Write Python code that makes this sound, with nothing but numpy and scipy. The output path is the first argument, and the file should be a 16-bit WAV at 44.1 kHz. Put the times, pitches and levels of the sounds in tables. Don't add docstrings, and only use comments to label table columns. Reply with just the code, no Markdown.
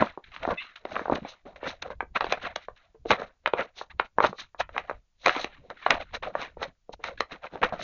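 import sys
import numpy as np
from scipy import signal
from scipy.fft import rfft, irfft
from scipy.io import wavfile
from scipy.ndimage import uniform_filter1d

SR = 44100
rng = np.random.default_rng(int(sys.argv[2]) if len(sys.argv) > 2 else 0)


def dump_mix(stems):
    frames = np.atleast_2d(stems).T
    limited = np.clip(frames, -1, 1)
    pcm = np.round(limited * 32767).astype(np.int16)
    wavfile.write(sys.argv[1], SR, pcm)


N = 345303
TIME = np.arange(N) / SR
CUTOFF_HZ = 7100


def from_db(db):
    return 10 ** (np.asarray(db) / 20)


def rms_one(x):
    return x / np.sqrt(np.mean(x ** 2) + 1e-20)


def around(s):
    return slice(*np.searchsorted(TIME, [s - .5, s + .5]))


def band(x, low_hz, high_hz, order=2):
    sections = signal.butter(order, [low_hz, high_hz], "band", fs=SR, output="sos")
    return signal.sosfilt(sections, x)


def hump(x, hz, width):
    return band(x, hz / width, hz * width)


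def coloured(x, spectrum):
    size = 2 ** 12
    hz, db = np.transpose(spectrum)
    log_hz = np.log(np.fft.rfftfreq(size, 1 / SR) + 1)
    log_gain = np.log(from_db(np.interp(log_hz, np.log(hz), db)))
    cepstrum = irfft(log_gain)[:size // 2]
    cepstrum[1:] *= 2
    impulse_response = irfft(np.exp(rfft(cepstrum, size)))
    return signal.fftconvolve(x, impulse_response)[:len(x)]


def drift(per_s):
    knots = rng.standard_normal(N)
    return rms_one(np.interp(TIME * per_s, np.arange(N), knots))


# (frequency [Hz], relative level [dB per Hz])
ROOM_TONE = [(30, -2), (300, -33.5), (7000, -37.5)]
HAND_MOVE_S, RUMBLE_FOLLOWS = .12, 0.31


def background(paper, tone_db, rumble_db, lumpy_db):
    tone = rms_one(coloured(rng.standard_normal(N), ROOM_TONE))
    power = uniform_filter1d(paper ** 2, int(HAND_MOVE_S * SR))
    activity = np.sqrt(np.abs(power) + 1e-12)
    lumps = from_db(lumpy_db * np.tanh(drift(18)))
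    rumble = band(rng.standard_normal(N), 8.4, 70) * lumps * activity ** RUMBLE_FOLLOWS
    return from_db(tone_db) * tone + from_db(rumble_db) * rms_one(rumble)


def room(x, wet_db, t60):
    t = TIME[:SR // 2]
    tail = band(rng.standard_normal(len(t)), 180, 4300) * from_db(-60 * t / t60) * (t > .006)
    return x + from_db(wet_db) * signal.fftconvolve(x, tail / np.linalg.norm(tail))[:N]


# (time [s], level [dB], pitch [Hz])
TAPS = [(.006, -21.5, 216.5), (.522, -39, 189), (1.218, -38.5, 205), (2.944, -51, 445), (3.052, -34.5, 458),
        (4.292, -36.5, 188.2), (5.584, -51, 149.3), (6.677, -48, 175), (6.993, -47.5, 442),
        (7.722, -42, 228)]


def tapping(width, decay_s, rough):
    out = np.zeros(N)
    for s, level_db, hz in TAPS:
        age = np.maximum(TIME[around(s)] - s, 0)
        tone = np.sqrt(2) * np.sin(2 * np.pi * hz * age)
        noise = rms_one(hump(rng.standard_normal(len(age)), hz, width))
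        knock = (tone + rough * noise) / np.hypot(1, rough)
        envelope = age / decay_s * np.exp(1 - age / decay_s)
        out[around(s)] += from_db(level_db) * envelope * knock
    return out


# (frequency at onset [Hz], relative level [dB])
SQUEAK = [(2020, -37), (2610, -32.5), (3480, -43)]
SQUEAK_START_S = .573


def squeak(rise_s, decay_s, waver, climb):
    age = np.maximum(TIME - SQUEAK_START_S, 0)
    grip = drift(500)
    envelope = np.minimum(age / rise_s, 1) * np.exp(-age / decay_s) * from_db(2 * grip)
    loose = np.tanh(age / decay_s)
    partials = np.zeros(N)
    for hz, db in SQUEAK:
        glide = 1 + loose * (climb + waver * (grip + drift(500)))
        phase = 2 * np.pi * hz * np.cumsum(glide) / SR
        partials += from_db(db) * np.sin(phase)
    return 2 * envelope * partials


# (frequency [Hz], relative level [dB per Hz])
PAPER = [(120, -6.5), (340, -13), (490, 3.5), (720, 3.5), (830, -6), (1400, -4.5), (2100, -6), (3300, -15),
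         (3950, -9), (4800, -27), (6400, -24), (7200, -44)]


def paper_coloured(x):
    return coloured(x, PAPER)


def slips(per_s, spread_db, clump_db):
    sizes = from_db(spread_db * np.minimum(rng.exponential(1, N), 4)) * rng.choice([-1, 1], N)
    happens = rng.random(N) < per_s / SR
    return sizes * happens * from_db(clump_db * drift(130))


def edge_hiss():
    fine = paper_coloured(slips(per_s=4600, spread_db=0.0, clump_db=3.5))
    return rms_one(band(fine, 2400, CUTOFF_HZ))


RISE_SHARE = 0.37
SWELL_SHAPE = 1.445


def rise_and_fall(length_s):
    return RISE_SHARE * length_s, (1 - RISE_SHARE) * length_s


def swell(t, rise_s, fall_s):
    return np.exp(-np.abs(t / np.where(t < 0, rise_s, fall_s)) ** SWELL_SHAPE)


# (time of fastest motion [s], length [s], level [dB])
GRAZES = [(0.939, 0.11, -52.5), (1.155, 0.015, -44), (1.296, 0.048, -48), (1.689, 0.042, -44),
          (1.823, 0.0053, -24.5), (3.102, 0.049, -43.5), (3.789, 0.048, -44), (4.245, 0.061, -40),
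          (4.395, 0.045, -44), (4.602, 0.019, -34), (5.287, 0.1, -39.5), (5.406, 0.046, -37.5),
          (6.149, 0.023, -37), (6.424, 0.057, -46.5), (6.63, 0.026, -40), (6.934, 0.014, -41.5),
          (7.065, 0.044, -44.5), (7.82, 0.043, -39.5)]


def grazing(low_hz):
    level = np.zeros(N)
    for s, length_s, db in GRAZES:
        level[around(s)] += from_db(db) * swell(TIME[around(s)] - s, *rise_and_fall(length_s))
    return level * rms_one(band(edge_hiss(), low_hz, SR / 3))


SHEET_TOP_HZ = 4400
SWING_TOP = 2.67
RING_DB, RING_CYCLES, RING_SPREAD = -11, 2.4, 0.28


def ringing(hz, t, count=4):
    modes_hz = hz * 2 ** (RING_SPREAD * rng.standard_normal((count, 1)))
    decay = np.exp(-t * hz / RING_CYCLES)
    modes = np.sin(2 * np.pi * modes_hz * t) * decay * rng.choice([-1, 1], (count, 1))
    return from_db(RING_DB) * 500 / hz * modes.sum(0) / np.sqrt(count)


# (crack level [dB relative to snap], upper edge [Hz])
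CRACK_TOP = [(-14.5, 3800), (-4.5, 8800)]
CRACK_S, CRACK_LAG_S, CRACK_LOW_HZ = 0.0014, .0006, 2040


def crack(t, crack_db):
    rush = rng.standard_normal(len(t)) * np.exp(-np.abs(t - CRACK_LAG_S) / CRACK_S)
    top_hz = np.interp(crack_db, *np.transpose(CRACK_TOP))
    fibres = band(paper_coloured(rush), CRACK_LOW_HZ, top_hz, order=4)
    return fibres / np.linalg.norm(fibres)


# (time [s], nominal swing peak [dB], pitch [Hz], crack level [dB relative to the snap's swing])
SNAPS = [(0.023, -4, 533, -22), (0.175, -23.5, 509, -37.5), (0.3636, -23.5, 1466, -37),
         (0.4516, -15, 800, -35.5), (.476, -14.5, 510, -42), (0.4882, -15, 549, -35),
         (0.8525, -20.5, 548, -12.5), (.956, -19.5, 1375, -24), (0.9646, -13.5, 900, -22.5),
         (0.9938, -17, 800, -36), (1.0566, -19.5, 737, -40), (1.081, -21, 564, -43),
         (1.0978, -11.5, 476, -53.5), (1.1216, -10, 457, -52), (1.157, -19, 1800, -11.5),
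         (1.2493, -24.5, 436.6, -15), (1.63, -25, 503, -34), (1.8251, -22.5, 880, -2),
         (2.006, -13, 941, -28.5), (2.027, -29.5, 412.5, -52), (2.2084, -9.5, 1038, -11),
         (2.2225, -22, 698, -23), (2.2433, -16, 650, -12), (2.267, -23, 668, -11.5),
         (2.3239, -9, 749, -4.5), (2.5607, -19.5, 781, -2), (2.6845, -24, 636, -29.5),
         (3.0567, -26, 411.4, -26.5), (3.1063, -2.5, 1218, -9.5), (3.114, -6, 695, -8.5),
         (3.219, -20.5, 724, -36), (3.4602, -5, 1306, -23), (3.4746, -12.5, 770, -11),
         (3.5357, -8, 555, -15.5), (3.813, -22, 716, -29.5), (3.9977, -5.5, 960, -12.5),
         (4.1844, -5.5, 664, -35.5), (4.2038, -4.5, 721, -20), (4.226, -17, 617, -33),
         (4.2413, -6, 758, -31), (4.2475, -5, 805, -20), (4.262, -20, 2070, -12), (4.329, -25, 600, -28),
         (4.5464, -33, 714, -50.5), (4.6105, -14.5, 1390, -33), (4.692, -31, 905, -18),
         (4.7645, -17, 794, -36.5), (4.7796, -11, 1267, -11), (4.8965, -15, 850, -34),
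         (4.9112, -20.5, 764, -34), (5.2607, -5.5, 1047, -1.5), (5.2705, -8.5, 775, -16.5),
         (5.2815, -11, 783, -5), (5.2942, -6.5, 1393, -43.5), (5.364, -22.5, 412, -6),
         (5.4445, -19, 589, -0.5), (5.702, -25.5, 900, -8), (5.8637, -6, 781, -14), (5.9063, 1, 1573, -8),
         (6.2359, -22, 864, -27), (6.3527, -12.5, 755, -29.5), (6.5701, -32.5, 435, -40),
         (6.629, -19, 1128, -5), (6.893, -28.5, 408, -52), (7.0405, -16, 1340, -5.5),
         (7.206, -10.5, 813, -5), (7.556, -23.5, 562, -20), (7.63, -7.5, 1157, -23.5),
         (7.6353, -7, 1036, -43)]


def snapping(width, flutter_db, flutter_s):
    out, t = np.zeros(N + SR), TIME[:SR // 20]
    push = 1.0 * (t == 0)
    for s, peak_db, hz, crack_db in SNAPS:
        flutter_envelope = t / flutter_s * np.exp(1 - t / flutter_s)
        flutter = from_db(flutter_db) * rng.standard_normal(len(t)) * flutter_envelope
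        swing = hump(push, hz, width)
        swing /= np.abs(swing).max()
        swing = signal.fftconvolve(swing, push + flutter)[:len(t)] + ringing(hz, t)
        swing = from_db(peak_db) * band(swing, 56, min(SWING_TOP * hz, SHEET_TOP_HZ), order=5)
        start = int(s * SR)
        out[start:start + len(t)] += swing
        crack_gain = from_db(crack_db) * np.linalg.norm(swing)
        out[around(s)] += crack_gain * crack(TIME[around(s)] - s, crack_db)
    return out[:N]


def crinkle(per_s, low_hz, high_hz, width, count=12):
    ticks = np.zeros(N)
    for hz in np.geomspace(low_hz, high_hz, count):
        creases = slips(per_s / count, spread_db=1.3, clump_db=0.5)
        ticks += hump(creases, hz, width) / np.sqrt(hz)
    return rms_one(ticks)


ECHO_DB, ECHO_NEAR_S, ECHO_FAR_S = -3.5, .0005, 0.0025
BEND_S = .04


def off_table(x):
    t = TIME[:len(x)]
    lags_s = rng.uniform(ECHO_NEAR_S, ECHO_FAR_S, size=100)
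    lag_s = np.interp(t / BEND_S, np.arange(len(lags_s)), lags_s)
    return x + from_db(ECHO_DB) * np.interp(t - lag_s, t, x, left=0)


def flapping_sheet(x, hz, width, flap_db, shared, own):
    edges = np.geomspace(hz / width, min(hz * width, SHEET_TOP_HZ), len(own) + 1)
    sheet = np.zeros(len(x))
    for k, apart in enumerate(own):
        flap = from_db(flap_db * (shared + apart) / np.sqrt(2))
        sheet += (-1) ** k * band(x, edges[k], edges[k + 1]) * flap
    return sheet


FLICK_RISE_S = 0.0013
SETTLE_DB, SETTLE_PITCH, SETTLE_S = -35, 0.65, 0.011
# (time of fastest motion [s], length [s], level [dB], pitch [Hz])
SLIDES = [(0.006, 0.055, -26.5, 652), (0.025, 0.075, -37, 2117), (0.354, 0.099, -47.5, 2230),
          (0.436, 0.032, -33.5, 1266), (0.508, 0.042, -26.5, 641), (0.624, 0.096, -47, 2560),
          (0.922, 0.015, -35.5, 1105), (0.973, 0.19, -40.5, 707), (1.133, 0.055, -31.5, 495),
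          (1.269, 0.091, -48, 1490), (1.667, 0.06, -30, 1129), (1.825, 0.011, -35, 2106),
          (1.863, 0.043, -41, 480), (2.163, 0.014, -18, 1515), (2.24, 0.067, -39, 1713),
          (2.308, 0.042, -31.5, 1443), (2.442, 0.062, -33, 1410), (2.623, 0.04, -49, 3170),
          (2.798, 0.12, -65, 1700), (3.119, 0.031, -18, 1250), (3.197, 0.08, -39, 706),
          (3.596, 0.05, -28.5, 937), (3.789, 0.046, -47.5, 955), (4.051, 0.017, -42.5, 1650),
          (4.245, 0.034, -20.5, 850), (4.604, 0.015, -22.5, 1246), (4.772, 0.072, -41.5, 1080),
          (4.9, 0.06, -47.5, 890), (5.274, .04, -23.5, 1256), (5.365, 0.1, -34, 1364),
          (5.556, 0.056, -55, 2056), (5.669, 0.12, -59, 215.7), (5.71, 0.021, -40.5, 713),
          (5.866, 0.18, -44, 2407), (5.908, 0.03, -25.5, 920), (5.948, 0.033, -28.5, 1113),
          (6.009, 0.028, -34.5, 1300), (6.146, 0.022, -28, 1250), (6.275, 0.054, -40.5, 420),
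          (6.403, 0.067, -33, 1190), (6.626, 0.051, -36, 728), (6.938, 0.0074, -36.5, 407),
          (7.067, 0.055, -36.5, 1031), (7.326, 0.04, -34.5, 854), (7.445, 0.029, -35.5, 1200),
          (7.546, 0.044, -36.5, 536), (7.637, 0.017, -15, 950), (7.663, 0.057, -37, 828),
          (7.82, 0.069, -36.5, 876)]
# (time [s], fade [s], level [dB], pitch [Hz])
FLICKS = [(0.242, 0.05, -54.5, 3100), (0.758, 0.017, -42.5, 2303), (1.455, 0.047, -45, 379),
          (1.561, 0.02, -45, 1204), (1.904, 0.017, -33.5, 590), (2.374, 0.009, -35.5, 850),
          (2.764, 0.018, -53, 3200), (3.9, 0.021, -53, 2100), (4.385, 0.034, -39, 2360),
          (6.226, 0.027, -32.5, 1470), (7.176, 0.018, -44, 2676), (7.617, 0.012, -30, 593),
          (7.725, 0.031, -32.5, 480)]


def strokes():
    drawn = [(s, *rise_and_fall(length_s), db, hz) for s, length_s, db, hz in SLIDES]
    flicked = [(s, FLICK_RISE_S, fade_s, db, hz) for s, fade_s, db, hz in FLICKS]
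    settling = [(s + SETTLE_S, SETTLE_S, SETTLE_S, db + SETTLE_DB, hz * SETTLE_PITCH)
                for s, db, hz, _ in SNAPS]
    return drawn + flicked + settling


DRAG_DB, DRAG_STRETCH = -17, 1.58
CRINKLE_DB = -8.5
HISS_DB, HISS_GROWTH = -23, 0.85
HISS_TAUTNESS = 0.38
TAUT_NARROWING = 0.17


def sliding(width, air_db, flap_db, body_db, body_hz, count=4):
    coarse = paper_coloured(slips(per_s=3900, spread_db=4.0, clump_db=2.0))
    air = rms_one(band(rng.standard_normal(N), 6.3, 160))
    body = rms_one(hump(slips(per_s=2800, spread_db=4.0, clump_db=5.0), body_hz, 1.56))
    ticks = crinkle(per_s=130, low_hz=480, high_hz=2870, width=1.294)
    hiss, flapping = edge_hiss(), drift(70)
    buckling = np.array([drift(55) for _ in range(count)])
    out, edge_power = np.zeros((2, N))
    for s, rise_s, fall_s, db, hz in strokes():
        near = around(s)
        t = TIME[near] - s
        drag = from_db(DRAG_DB) * swell(t / DRAG_STRETCH, rise_s, fall_s)
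        speed = from_db(db) * (swell(t, rise_s, fall_s) + drag)
        slack = 500 / hz
        reach = width * slack ** TAUT_NARROWING
        sheet = flapping_sheet(coarse[near], hz, reach, flap_db, flapping[near], buckling[:, near])
        sheet = rms_one(off_table(sheet))
        sheet += from_db(CRINKLE_DB) * hump(ticks[near], hz, reach)
        shaken = from_db(air_db) * air[near] + from_db(body_db) * body[near]
        out[near] += speed * (sheet + slack * shaken)
        edge_power[near] += (speed / slack ** HISS_TAUTNESS) ** 2
    return out + from_db(HISS_DB) * np.sqrt(edge_power) ** HISS_GROWTH * hiss


def scene():
    snaps = snapping(width=1.81, flutter_db=-24.5, flutter_s=0.0014)
    taps = tapping(width=1.6, decay_s=0.0068, rough=0.77)
    singing = squeak(rise_s=0.011, decay_s=.026, waver=0.042, climb=0.04)
    sharp = room(snaps + taps + singing, wet_db=-19, t60=0.12)
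    slides = sliding(width=3.4, air_db=-16.0, flap_db=4.0, body_db=-8.5, body_hz=258)
    paper = slides + grazing(low_hz=3550) + sharp
    return (paper + background(paper, tone_db=-70.5, rumble_db=-57, lumpy_db=13.5))[None]


def record(dry):
    steep_cut = signal.ellip(10, .3, 70, CUTOFF_HZ, fs=SR, output="sos")
    return signal.sosfilt(steep_cut, np.clip(dry, -.76, .76))


dry = scene()
out = record(dry)
dump_mix(out)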